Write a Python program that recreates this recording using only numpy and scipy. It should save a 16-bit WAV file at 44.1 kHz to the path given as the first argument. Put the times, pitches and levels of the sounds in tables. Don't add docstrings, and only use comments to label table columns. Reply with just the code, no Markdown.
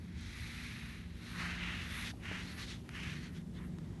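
import sys
import numpy as np
from scipy import signal
from scipy.fft import rfft, irfft, next_fast_len
from scipy.io import wavfile
from scipy.ndimage import map_coordinates

SR = 44100
rng = np.random.default_rng(int(sys.argv[2]) if len(sys.argv) > 2 else 0)


def waveform_to_disk(signal):
    frames = np.transpose(np.atleast_2d(signal))
    scaled = np.clip(frames, -1, 1) * 32767
    samples = np.round(scaled).astype(np.int16)
    wavfile.write(sys.argv[1], SR, samples)


N = 176400
T = np.arange(N) / SR


def amp(db):
    return 10 ** (np.asarray(db) / 20)


def unit(x):
    return x / np.sqrt(np.mean(x ** 2) + 1e-20)


def curves(rows):
    times, *columns = np.transpose(rows)
    return [np.interp(T, times, column) for column in columns]


def wobble(knots_per_s):
    return map_coordinates(rng.standard_normal(2048), [T * knots_per_s], mode="wrap")


def filtered(x, response):
    size = next_fast_len(len(x) + 8192)
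    return irfft(rfft(x, size) * response(np.fft.rfftfreq(size, 1 / SR)), size)[:len(x)]


def coloured(x, spectrum):
    freq_hz, gain_db = np.transpose(spectrum)
    return unit(filtered(x, lambda hz: amp(np.interp(np.log(hz + 1), np.log(freq_hz), gain_db))))


def band(x, centre_hz, octaves):
    return unit(filtered(x, lambda hz: np.exp(-(np.log2((hz + 1) / centre_hz) / octaves) ** 2)))


def resonance(x, track, width_hz):
    hz, frame_s, spectra = signal.stft(x, SR, nperseg=512)
    times, centres, gains = np.transpose(track)
    detuning_hz = hz[:, None] - np.interp(frame_s, times, centres)
    peak = 1 / (1 + (2 * detuning_hz / width_hz) ** 2)
    gain = amp(np.interp(frame_s, times, gains) * peak)
    return signal.istft(spectra * gain, SR, nperseg=512)[1][:N]


def tone(hz, rms_db):
    return np.sqrt(2) * amp(rms_db) * np.sin(2 * np.pi * (np.cumsum(hz) / SR + rng.random()))


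def outdoors():
    # freq_hz, gain_db
    rumble_spectrum = [(20, -52), (35, -19), (52, 1), (65, 4), (90, 1.5), (130, -3.5), (200, -5.5),
                       (250, -9.5), (320, -12.5), (400, -18.5), (520, -29.5), (900, -46), (5000, -50)]
    air_spectrum = [(200, 9), (500, 6), (1000, 2), (2000, -13.5), (4000, -10), (8000, -16), (11500, -43)]
    # time_s, rumble_db, air_db
    levels = [(0, -45.5, -67.5), (.8, -48.5, -69.5), (1.6, -47, -62.5), (2.4, -48, -60.5),
              (3.4, -48.5, -66), (4, -50, -61)]
    # time_s, gain_db
    brightness = [(0, -5), (1.5, 0.5), (2.8, 1), (3.5, 5.5)]
    split_hz = 220
    rumble_db, air_db = curves(levels)
    bright_db, = curves(brightness)
    rumble = coloured(rng.standard_normal(N), rumble_spectrum)
    deep = filtered(rumble, lambda hz: 1 / (1 + (hz / split_hz) ** 2))
    air = coloured(rng.standard_normal(N), air_spectrum)
    return amp(rumble_db) * (deep + amp(bright_db) * (rumble - deep)) + amp(air_db) * air


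def distant_hum():
    # time_s, pitch_hz, level_db
    fundamental = [(0.06, 173, -51), (0.4, 174.4, -63.5), (1.27, 174.2, -54.5), (1.54, 177.2, -46),
                   (1.96, 176.9, -56.5), (2.36, 179.2, -50), (2.9, 179.5, -55), (3.9, 179.9, -50.5)]
    # start_s, pitch_hz, level_db
    weak_tones = [(0, 108, -60), (0, 234, -58), (2.9, 155, -54)]
    drift_hz, waver_db, rise_s = 2.048, 2.5, 0.17
    main_hz, main_db = curves(fundamental)
    main_hz = main_hz + drift_hz * wobble(12)
    hum = tone(main_hz, main_db + waver_db * wobble(9.1))
    hum += tone(2 * main_hz, main_db - 20)
    for start_s, pitch_hz, level_db in weak_tones:
        fade_in = np.clip((T - start_s) / rise_s, 0, 1)
        hum += fade_in * tone(pitch_hz + drift_hz * wobble(6), level_db + waver_db * wobble(5.28))
    return hum


def grit_ticks():
    # start_s, level_db, centre_hz, width_octaves, t60_s
    impacts = [(.211, -62, 9000, .5, .04), (2.138, -51, 700, .3, .03), (2.315, -38.5, 280, 2.1, .04),
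               (2.892, -40.5, 1500, 1.2, .014), (2.892, -54, 9000, 1, .012), (3.786, -49, 750, 2.5, .018)]
    contact_db = 2
    ticks = np.zeros(N)
    t = np.arange(SR // 10) / SR
    for start_s, level_db, centre_hz, octaves, t60_s in impacts:
        decay = np.exp(-np.log(1000) * t / t60_s)
        decay_norm = np.linalg.norm(decay)
        force, start = np.zeros(N), round(start_s * SR)
        force[start:][:len(t)] = decay * rng.standard_normal(len(t)) / decay_norm
        force[start] += amp(contact_db)
        tick = band(force, centre_hz, octaves)
        ticks += amp(level_db) * tick * decay_norm / np.linalg.norm(tick)
    return ticks


def rasp_opening_and_scuff():
    # middle_s, half_length_s, level_db, centre_hz, width_octaves
    swells = [(1.375, 0.089, -56, 1250, 0.41), (3.618, .035, -62.5, 1040, 0.22)]
    noise = np.zeros(N)
    for middle_s, half_s, level_db, centre_hz, octaves in swells:
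        envelope = np.exp(-((T - middle_s) / half_s) ** 2)
        noise += amp(level_db) * band(rng.standard_normal(N), centre_hz, octaves) * envelope
    return noise


def scale_friction(spectrum):
    clicks_per_s, spread_db, smooth_share = 6000, 3, 0.38
    impulses = (rng.random(N) < clicks_per_s / SR) * rng.choice([-1, 1], N)
    clicks = unit(impulses * amp(spread_db * rng.standard_normal(N)))
    sliding = rng.standard_normal(N)
    return coloured(np.sqrt(1 - smooth_share) * clicks + np.sqrt(smooth_share) * sliding, spectrum)


def viper():
    # time_s, rasp_db, treble_db
    strokes = [(0.0, -69, -70), (0.14, -65, -69.5), (0.2, -60.5, -58), (0.38, -56.5, -56),
               (0.66, -55, -55.5), (0.96, -57.5, -62.5), (1.04, -61.5, -66.5), (1.08, -68, -70.5),
               (1.22, -59.5, -62.5), (1.26, -56.5, -58), (1.33, -54, -57.5), (1.42, -41.5, -50),
               (1.49, -43.5, -52.5), (1.56, -48, -56), (1.65, -45, -54.5), (1.87, -51, -55),
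               (2.0, -46, -52), (2.08, -50, -48.5), (2.11, -54.5, -50), (2.13, -77, -75), (2.19, -72, -77),
               (2.25, -51, -58.5), (2.36, -46, -53.5), (2.44, -54, -55.5), (2.53, -54.5, -58),
               (2.56, -58.5, -64), (2.6, -48.5, -49), (2.64, -52.5, -51), (2.66, -60, -56.5),
               (2.71, -53.5, -48), (2.76, -62.5, -60), (2.81, -76, -71), (2.89, -66.5, -72),
               (2.95, -52, -57.5), (3.07, -50, -54.5), (3.16, -54, -56), (3.2, -59.5, -60.5),
               (3.26, -53.5, -57), (3.32, -67, -76), (3.37, -57, -58), (3.44, -74.5, -84), (3.52, -75, -81),
               (3.57, -59.5, -64.67), (3.62, -59.5, -82), (3.7, -69.5, -83), (4.0, -68.5, -81)]
    # time_s, level_db
    fizz_levels = [(0.0, -77), (0.15, -83), (0.38, -66), (0.6, -66.5), (0.92, -69.5), (1.1, -81),
                   (1.31, -66.5), (1.45, -65), (1.6, -75), (1.84, -67.5), (1.99, -56), (2.1, -65),
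                   (2.14, -77.5), (2.45, -70.5), (2.61, -63.5), (2.66, -71), (2.86, -79), (2.96, -70.5),
                   (3.13, -72), (3.31, -78), (3.37, -72), (3.46, -95), (3.67, -73), (3.72, -97)]
    # freq_hz, gain_db
    rasp_spectrum = [(250, -35), (500, -19.5), (800, -14), (1200, -6.5), (1600, -2.5), (2000, 0.5),
                     (2350, -4), (2750, -6.5), (3200, -9.5), (4000, -19.5), (6000, -44)]
    treble_spectrum = [(1200, -29), (2300, -10.5), (3200, -0.5), (4400, -2.5), (5100, -5.5), (6000, -5),
                       (6700, -8.5), (7400, -13), (9000, -15), (12000, -27)]
    fizz_spectrum = [(4000, -21), (6500, -19), (8000, -1.5), (9500, 5.5), (10500, 5), (11500, 9),
                     (12300, -7)]
    # time_s, centre_hz, gain_db
    rasp_peak = [(.2, 2320, 3), (.42, 2360, 8), (.7, 2380, 7), (1.1, 2660, 3), (1.4, 2050, -1),
                 (1.55, 2820, 5), (1.8, 2830, 8.5), (1.9, 2940, 2), (2.05, 2680, 5.5), (2.33, 2900, 5.5),
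                 (2.55, 2700, 2), (2.98, 2920, 7), (3.1, 2520, 6), (3.4, 2560, -5)]
    # time_s, centre_hz, gain_db
    treble_peak = [(.25, 3900, 4.5), (.95, 3900, 7.5), (1.44, 4100, 6), (1.7, 3620, 7), (2.05, 3500, 8),
                   (2.3, 3280, -2), (2.5, 4370, 8.5), (2.6, 4350, 5), (2.71, 3600, 6), (2.97, 3200, 0),
                   (3.1, 3600, 4.5), (3.24, 4500, 4), (3.37, 3420, 4), (3.57, 3620, 10)]
    # time_s, centre_hz, gain_db
    hollow = [(.25, 2930, -4.5), (.75, 3450, -0.5), (1.33, 2960, -1), (1.44, 3420, -10), (1.6, 3300, 0.5),
              (1.98, 3220, -3), (2.28, 3300, -2.5), (2.71, 2900, -2), (2.97, 3900, -5), (3.1, 3900, -0.5)]
    rasp_lift_db, treble_lift_db, flutter_db = 1.82, 0.64, 0.69
    rasp_db, treble_db = curves(strokes)
    fizz_db, = curves(fizz_levels)
    rasp = unit(resonance(scale_friction(rasp_spectrum), rasp_peak, width_hz=720))
    treble = unit(resonance(scale_friction(treble_spectrum), treble_peak, width_hz=800))
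    rub = amp(rasp_db + rasp_lift_db) * rasp + amp(treble_db + treble_lift_db) * treble
    fizz = amp(fizz_db) * scale_friction(fizz_spectrum)
    flutter = amp(flutter_db * wobble(knots_per_s=90))
    return (resonance(rub, hollow, width_hz=350) + fizz) * flutter


def scene():
    return (viper() + grit_ticks() + rasp_opening_and_scuff() + outdoors() + distant_hum())[None]


def record(dry):
    cutoff_hz = 12150
    return filtered(dry[0], lambda hz: hz < cutoff_hz)[None]


dry = scene()
out = record(dry)
waveform_to_disk(out)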